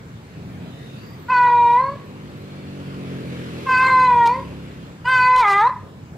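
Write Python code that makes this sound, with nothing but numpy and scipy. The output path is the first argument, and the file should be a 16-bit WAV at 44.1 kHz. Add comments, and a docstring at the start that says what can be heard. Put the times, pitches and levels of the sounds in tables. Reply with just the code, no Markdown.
"""A street hums throughout; a short low rumble comes first, then a swell of hiss and a few thin, faint chirps.
A small motorbike passes to one side, its engine slowing: pulses for the exhaust, noise for the hiss.
Close by, a cat yowls three times, each yowl a stack of harmonics shaped by a mouth that opens
quickly and closes slowly, with short buzzes of overload. The pitch sags, then lifts as the yowl dies.
The last yowl breaks into a lower, hoarse note, with a soft low bump beneath it."""
import sys
import numpy as np
from scipy import signal
from scipy.fft import rfft, irfft, next_fast_len
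from scipy.io import wavfile
from scipy.ndimage import uniform_filter1d, minimum_filter1d

SR = 44100
rng = np.random.default_rng(int(sys.argv[2]) if len(sys.argv) > 2 else 0)


def digitize_waveform(pressure):
    """Quantize a signal to 16-bit integers and store it at the path in sys.argv[1].

    Rows of a 2-D input are taken as channels; values are limited to [-1, 1].
    """
    field = np.atleast_2d(pressure).T
    bounded = np.clip(field, -1, 1)
    quanta = np.round(bounded * 32767).astype(np.int16)
    wavfile.write(sys.argv[1], SR, quanta)


N = 272097
TIME = np.arange(N) / SR  # s
EDGE_HZ = 15720  # nothing is heard above this

# How the cat's pitch moves, one table a yowl. Each row: time in seconds, pitch in Hz.
PITCH_CURVES = [
    [(1.275, 466), (1.31, 515), (1.35, 495.5), (1.58, 479), (1.69, 474), (1.757, 483.2), (1.825, 529.6),
     (1.9, 556), (1.98, 573)],
    [(3.65, 527.5), (3.76, 509.5), (3.885, 523.5), (3.95, 513.5), (4.055, 507.7), (4.13, 485.2),
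     (4.275, 465.4), (4.36, 521.3), (4.4, 545)],
    [(5.035, 470), (5.1, 519.6), (5.2, 501.5), (5.4, 508.7), (5.455, 409.4), (5.535, 394.5), (5.605, 413.5),
     (5.665, 492.5), (5.71, 590)],
]
# The colour of the hiss of the motorbike and the street. Each row: frequency in Hz, level in dB per Hz.
HISS_COLOUR = [(150, -28.5), (350, -6.5), (520, -10.5), (700, -31), (950, -19), (2500, -20), (4350, -27.5),
               (5500, -34.5), (8300, -40), (12300, -41.5), (15500, -57.5)]


def amp(db):
    """Turns decibels into gain."""
    return 10 ** (np.asarray(db) / 20)


def evened(x):
    """Scales a sound to rms 1."""
    return x / np.sqrt(np.mean(x ** 2) + 1e-20)


def read(points, hz):
    """Reads a spectrum table at the frequencies hz, on a log-frequency axis."""
    f, value = np.transpose(points)
    return np.interp(np.log(hz + 1), np.log(f + 1), value)


def curves(rows, t):
    """Reads every column of a curve table at the times t."""
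    s, *columns = np.transpose(rows)
    return [np.interp(t, s, column) for column in columns]


def add(mix, s, sound):
    """Mixes a sound in at time s."""
    part = mix[round(s * SR):][:len(sound)]
    part += sound[:len(part)]


def coloured(x, spectrum):
    """Filters a sound by a spectrum table."""
    hz = np.fft.rfftfreq(len(x), 1 / SR)
    return irfft(rfft(x) * amp(read(spectrum, hz)), len(x))


def wander(rate_hz, size):
    """Random drift of rms 1, up to about rate_hz."""
    full = next_fast_len(size)
    hz = np.fft.rfftfreq(full, 1 / SR)
    smooth = rfft(rng.standard_normal(full)) / (1 + (hz / rate_hz) ** 2)
    return evened(irfft(smooth, full)[:size])


def swell(t, middle, half_length):
    """A bell-shaped rise and fall of height 1."""
    return np.exp(-((t - middle) / half_length) ** 2)


def passing(nearest_s, pass_s):
    """Gain 1 / distance of something going by in a straight line: 1 at its closest, 3 dB down pass_s away."""
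    return 1 / np.hypot(1, (TIME - nearest_s) / pass_s)


def air_noise(spectrum, patchy_db, lag_ms):
    """Stereo noise of rms 1 with drifting louder and softer patches; it reaches the left microphone later."""
    # How alike left and right are. Each row: frequency in Hz, likeness from 0 to 1.
    likeness = [(60, 0.91), (130, 0.98), (300, 0.86), (700, 0.88), (1500, 0.16), (4000, 0.34), (15000, .05)]
    hz = np.fft.rfftfreq(2048, 1 / SR)
    a, b, c, d, patches = rng.standard_normal((N // 512 + 5, len(hz), 5)).T
    patches = uniform_filter1d(patches, size=20, axis=0)
    patches = evened(uniform_filter1d(patches, size=8, axis=1))
    same = np.clip(read(likeness, hz), -1, 1)[:, None]
    right = a + 1j * b
    late = np.exp(-2j * np.pi * hz * lag_ms / 1000)[:, None]
    left = same * late * right + np.sqrt(1 - same ** 2) * (c + 1j * d)
    z = np.array([left, right]) * amp(read(spectrum, hz)[:, None] + patchy_db * patches)
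    return evened(signal.istft(z, nperseg=2048, noverlap=1536)[1][:, :N])


def walls(x, early_db=7, early_s=0.05):
    """Sparse reflections from nearby walls, strongest at first, each band dying at its own speed."""
    # How long the echo lasts. Each row: frequency in Hz, time to fall by 60 dB in seconds.
    fade_times = [(500, 0.15), (950, 0.42), (1600, 0.48), (4000, 0.3), (12000, 0.028)]
    taps = np.zeros(SR)
    at = np.arange(300, SR - 20, 20)
    taps[at + rng.integers(0, 20, len(at))] = rng.choice([-1., 1.], len(at))
    hz, t, z = signal.stft(taps, SR, nperseg=256)
    fall_db = -60 * t / read(fade_times, hz)[:, None]
    tail = signal.istft(z * amp(fall_db + early_db * np.exp(-t / early_s)), SR)[1]
    return signal.fftconvolve(x, tail / np.linalg.norm(tail))[:N]


def street(hum_db=-40, hiss_db=-46, rumble_db=-36, bump_db=-41):
    """Steady distant traffic, a passing rumble with a swell of hiss, and one soft bump, all shaped noise."""
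    # The colours of the hum and the rumble. Each row: frequency in Hz, level in dB per Hz.
    hum_colour = [(20, -32.5), (48, -36), (68, -7), (110, 0), (170, -3), (260, -11), (450, -14), (670, -19),
                  (1500, -23.5), (2800, -32.5), (5500, -39), (7700, -39.5), (9000, -47), (15500, -48.5)]
    rumble_colour = [(60, -34.5), (100, -3.5), (115, 3.5), (160, 2), (230, -3.5), (280, -8.5), (400, -25),
                     (700, -16.5), (1500, -51)]
    hum = amp(hum_db) * air_noise(hum_colour, patchy_db=2.0, lag_ms=0.25)
    # the rumble starts at 0.35 s, rises within 0.03 s, holds for 0.42 s, then fades by 23.5 dB a second
    age = TIME - 0.35
    level = np.clip(age / 0.03, 0, 1) * amp(rumble_db - 23.5 * np.maximum(age - 0.42, 0))
    rumble = level * air_noise(rumble_colour, patchy_db=1.2, lag_ms=0.3)
    hiss = air_noise(HISS_COLOUR, patchy_db=3.5, lag_ms=0.46)
    hiss *= amp(hiss_db) * passing(nearest_s=0.91, pass_s=0.32)
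    bump = amp(bump_db) * swell(TIME, middle=5.385, half_length=0.047) * wander(45, size=N)
    return hum + rumble + hiss + bump


def chirps():
    """Thin, slightly fuzzy whistles from far off: gliding tones, unrelated at the two microphones."""
    # Each row: start in seconds, length in seconds, start pitch in Hz, end pitch in Hz,
    # width of the fuzz in Hz, level in dB.
    whistles = [(0.653, 0.39, 3600, 3760, 245, -56.5), (0.922, 0.43, 12200, 12000, 121, -65.5),
                (0.946, 0.24, 4600, 4800, 120, -59), (1.598, 0.24, 11000, 11250, 600, -59.5),
                (2.034, .08, 12700, 12700, 247, -73), (2.36, 0.085, 12600, 12600, 301, -65),
                (2.308, 0.5, 3950, 4500, 70, -61.5)]
    out = np.zeros((2, N))
    for s, length, start_hz, end_hz, width_hz, db in whistles:
        glide_hz = np.linspace(start_hz, end_hz, round(length * SR))
        phase = 2 * np.pi * np.cumsum(glide_hz) / SR
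        for side in out:
            fuzz = 1 + wander(width_hz / 2, size=len(phase))
            tone = evened(fuzz * np.sin(phase + 2 * np.pi * rng.random()))
            add(side, s, amp(db) * tone * signal.windows.tukey(len(phase), 0.4))
    return out


def motorbike(engine_db=-30, echo_db=-17, hiss_db=-37.5, throb=0.092, lag_ms=0.39):
    """One exhaust pulse a firing, scattered by the walls, with hiss that throbs in step."""
    # The engine slows as it goes by. Each row: time in seconds, firings a second.
    firing_rates = [(0, 57), (1.4, 52), (2.2, 50), (3, 45.8), (3.5, 42.2), (4, 37.9), (4.5, 34.7), (5, 33),
                    (6.17, 31.5)]
    # The colour of the exhaust. Each row: frequency in Hz, level in dB.
    exhaust_colour = [(30, -48.5), (50, -22.5), (68, -3), (90, -7), (112, 0), (138, 1), (178, 2), (212, -4),
                      (275, -3), (315, -8), (375, -10.5), (550, -15.5), (800, -25)]
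    # The engine briefly gets louder or softer. Each row: middle in seconds, half length in seconds, change in dB.
    throttle_spells = [(2.203, 0.11, 2), (2.857, 0.2, -1), (4.45, 0.34, 5.5)]
    rate, = curves(firing_rates, TIME)
    turns = np.cumsum(rate) / SR
    # the silencer smears each pulse over the cycle; firings vary a little in strength
    fired = sum(np.cos(2 * np.pi * k * turns + k ** 2) for k in range(1, 20))
    fired = coloured(fired * (1 + 0.16 * wander(25, size=N)), exhaust_colour)
    # the engine reaches the left side later
    ports = np.array([np.interp(TIME - lag_ms / 1000, TIME, fired), fired])
    shared_echo = walls(fired)
    side_echoes = np.array([walls(fired), walls(fired)])
    ports += amp(echo_db) * (shared_echo + 0.28 * side_echoes)
    throttle_db = sum(db * swell(TIME, s, half) for s, half, db in throttle_spells)
    engine = amp(engine_db + throttle_db) * passing(nearest_s=3.145, pass_s=0.39) * evened(ports)
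    # the hiss peaks later and passes a little more slowly
    hiss = air_noise(HISS_COLOUR, patchy_db=1.5, lag_ms=lag_ms)
    hiss *= 1 + throb * np.cos(2 * np.pi * turns)
    hiss *= amp(hiss_db) * passing(nearest_s=3.62, pass_s=0.47)
    # from 4.87 s it all falls away by 9 dB within 0.2 s
    drop_db = -9 * np.clip((TIME - 4.87) / 0.2, 0, 1)
    return (engine + hiss) * amp(drop_db)


def roughness(t, dying, steady=0.005, onset=0.58, settle_s=0.026, end=0.39):
    """Roughness of the vocal folds, 0-1: until they settle, in spells of strain and as the voice dies."""
    # Each row: middle in seconds, half length in seconds, roughness from 0 to 1.
    strain_spells = [(1.478, 0.023, 0.24), (3.85, .07, 0.32), (4.143, 0.054, 0.06), (4.28, .025, .2),
                     (5.396, 0.061, 0.34), (5.692, 0.027, 0.42)]
    strain = sum(depth * swell(t, s, half) for s, half, depth in strain_spells)
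    return np.clip(steady + onset * np.exp(-(t - t[0]) / settle_s) + strain + end * dying, 0, 1)


def throat(hz, mouth, middle_hz, ring_hz, bright_db, open_db=2):
    """Gain of the throat: a falling slope and moving resonances; an open mouth lets out more treble."""
    # Each row: frequency in Hz, level in dB.
    throat_slope = [(500, -13), (950, -7.5), (1500, -20.5), (2000, -16.5), (2450, -19), (3000, -28),
                    (4600, -32.5), (5300, -37), (6200, -43.5), (7500, -43.5), (8200, -49), (8650, -39),
                    (9300, -52.5), (11000, -58), (15500, -64.5)]
    # Resonances that rise as the mouth opens.
    # Each row: pitch when shut in Hz, pitch when open in Hz, width in Hz, boost in dB.
    formants = [(805, 1470, 412, 28), (5660, 7700, 253, 6.5)]
    treble = np.interp(hz, [1000, 2000], [0, 1])
    db = read(throat_slope, hz) + (bright_db + open_db * mouth) * treble
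    for shut_hz, open_hz, width_hz, boost_db in formants:
        centre_hz = shut_hz + (open_hz - shut_hz) * mouth
        db = db + boost_db / (1 + ((hz - centre_hz) / width_hz) ** 2)
    # the tongue steers a twangy middle resonance and a piercing ring
    db = db + 14.5 / (1 + ((hz - middle_hz) / 230) ** 2)
    db = db + 13.5 / (1 + ((hz - ring_hz) / 196) ** 2)
    return amp(db) * (hz < EDGE_HZ)


def yowl(row, pitch, opening, shimmer=1.0, flutter=0.44, flutter_rise=0.13, skirt_db=-18, fuzz_db=-24,
         hoarse_db=-5, fundamental_db=-31):
    """A stack of harmonics shaped by mouth and throat; roughness shakes its pitch and level."""
    # Turbulence in the mouth. Each row: frequency in Hz, level in dB per Hz.
    hoarse_colour = [(600, -34.5), (950, 7.5), (2000, -8), (2800, -22.5), (4800, -12.5), (6500, -27),
                     (15000, -40.5)]
    start, length, level_db, release_s, bright_db, edge_db = row
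    t = TIME[round(start * SR):round((start + length) * SR)]
    size = len(t)
    # a yowl swells, holds, then fades by 29 dB over its release
    dying = np.clip(1 - (t[-1] - t) / release_s, 0, 1)
    effort = amp(level_db - 29 * dying) * (1 - np.exp(-(t - t[0]) / 0.05))
    hz, = curves(pitch, t)
    mouth, middle_hz, ring_hz = curves(opening, t)
    rough = roughness(t, dying)
    hz = hz * (1 + 0.022 * rough * wander(130, size) + 0.0015 * wander(15, size))
    turns = np.cumsum(hz) / SR
    order = np.arange(1, 37)[:, None]
    # below 450 Hz the voice is pressed, and up to 3 dB brighter
    bright_db = bright_db + 3 * np.clip((450 - hz) / 60, 0, 1)
    # the throat shares the effort out among the harmonics
    edge = amp(edge_db * np.interp(order * hz, [4000, 7500], [0, 1]))
    gain = throat(order * hz, mouth, middle_hz, ring_hz, bright_db) * edge
    gain *= effort / np.linalg.norm(gain, axis=0)
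    # the weak fundamental grows over the first quarter second and sinks at the very end
    fundamental_times = [t[0], t[0] + 0.25, t[-1] - 0.05, t[-1]]
    gain[0] = amp(fundamental_db + np.interp(t, fundamental_times, [-15, -3.5, -3.5, -10.5]))
    # the higher the harmonic, the more it flutters and frays
    slow = np.array([wander(40, size) for _ in order])
    fast = np.array([wander(220, size) for _ in order])
    unsteady = 1 + flutter * (rough + flutter_rise * order) * slow
    unsteady += amp(fuzz_db) * order * np.sqrt(rough) * fast
    harmonics = np.sin(2 * np.pi * order * turns + order ** 2)
    voice = np.sqrt(2) * (gain * unsteady * harmonics).sum(0)
    # strained folds tremble about 45 times a second
    tremble_hz = 45 * (1 + 0.27 * wander(17.5, size))
    tremble = np.sin(2 * np.pi * np.cumsum(tremble_hz) / SR)
    voice *= 1 + shimmer * rough * tremble
    # turbulence at the folds spreads a skirt of noise round each harmonic
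    voice *= 1 + amp(skirt_db) * rough * wander(200, size)
    # where the voice is roughest it dissolves into hoarse noise
    breath = evened(coloured(rng.standard_normal(size), hoarse_colour))
    voice += effort * amp(hoarse_db) * rough ** 3 * breath
    return t[0], voice * np.interp(t, [t[0], t[0] + 0.013, t[-1] - 0.02, t[-1]], [0, 1, 1, 0])


def overloads(noise=1.0):
    """Short harsh buzzes of overload at set moments of the yowls: a sharp pulse and noise each cycle."""
    # Each row: start in seconds, length in seconds, level in dB.
    overload_times = [(4.253, 0.023, -36), (4.271, 0.0098, -33.5), (5.358, 0.011, -32),
                      (5.367, 0.059, -32.5), (5.457, 0.1, -35.5), (5.573, .014, -39.5)]
    # Each row: frequency in Hz, level in dB per Hz.
    overload_colour = [(1500, -23), (2900, 1.5), (4500, -2.5), (7000, -12), (10000, -17), (15000, -27)]
    hz, = curves(np.vstack(PITCH_CURVES), TIME)
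    turns = np.cumsum(hz) / SR
    pulses = np.diff(np.floor(turns), prepend=0)
    # the noise is strongest at each pulse and fades over the cycle
    bursts = (0.52 + np.exp(-(turns % 1) / 0.49)) * rng.standard_normal(N)
    buzz = evened(coloured(evened(pulses) + noise * evened(bursts), overload_colour))
    gate = np.zeros(N)
    for s, length, db in overload_times:
        add(gate, s, amp(db) * signal.windows.tukey(round(length * SR), 0.7))
    return gate * buzz


def limited(x, ceiling=0.43):
    """A fast limiter: the gain dips smoothly round every peak above the ceiling."""
    allowed = np.minimum(1, ceiling / (abs(x) + 1e-9))
    return x * uniform_filter1d(minimum_filter1d(allowed, size=180), size=180)


def cat(echo_db=-14):
    """The three yowls, short buzzes of overload and their echo, straight ahead, held under a limiter."""
    # Each row: start in seconds, length in seconds, level in dB, release in seconds,
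    # brightness in dB, boost of the highest harmonics in dB.
    yowl_rows = [(1.279, 0.7, -11.5, 0.21, -0.5, -5.5), (3.658, 0.77, -12, 0.14, 1.5, 1.5),
                 (5.041, .673, -13, 0.043, 2.5, 1.5)]
    # How mouth and tongue move, one table a yowl. # Each row: time in seconds, mouth opening from 0 to 1,
    # middle resonance in Hz, ring in Hz.
    mouth_moves = [
        [(1.281, 0.76, 2650, 4650), (1.32, 0.74, 2470, 4550), (1.45, 0.64, 2136, 4080), (1.6, 0.12, 2290, 3790),
         (1.75, 0.12, 2220, 3700), (1.81, 0.22, 1800, 4160), (1.98, 0, 1900, 4650)],
        [(3.655, 0.7, 2850, 5040), (3.75, 0.85, 2730, 4570), (3.88, 0.73, 2225, 4270), (4.05, .56, 2290, 4090),
         (4.16, 0.26, 2220, 3470), (4.24, 0.38, 1950, 3400), (4.29, 0.04, 2320, 4230), (4.4, .02, 1900, 4900)],
        [(5.042, 0.68, 2787, 4880), (5.11, 1, 3180, 4790), (5.22, .85, 2573, 4570), (5.3, 0.66, 2150, 4404),
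         (5.39, 0.49, 2260, 3960), (5.46, 0.51, 2040, 3400), (5.58, 0.52, 1940, 3400), (5.66, 0.22, 1630, 3970),
         (5.715, 0.2, 1660, 4740)],
    ]
    voice = overloads()
    for row, pitch, opening in zip(yowl_rows, PITCH_CURVES, mouth_moves):
        add(voice, *yowl(row, pitch, opening))
    return limited(voice + amp(echo_db) * walls(voice))


def scene():
    """The street behind, the motorbike to one side, the cat in front."""
    return street() + chirps() + motorbike() + cat()


def record(dry):
    """Cuts off everything above the band edge with a steep low-pass filter."""
    low_pass = signal.firwin(1023, EDGE_HZ, window=("kaiser", 9), fs=SR)
    return signal.oaconvolve(dry, low_pass[None], "same")


dry = scene()
out = record(dry)
digitize_waveform(out)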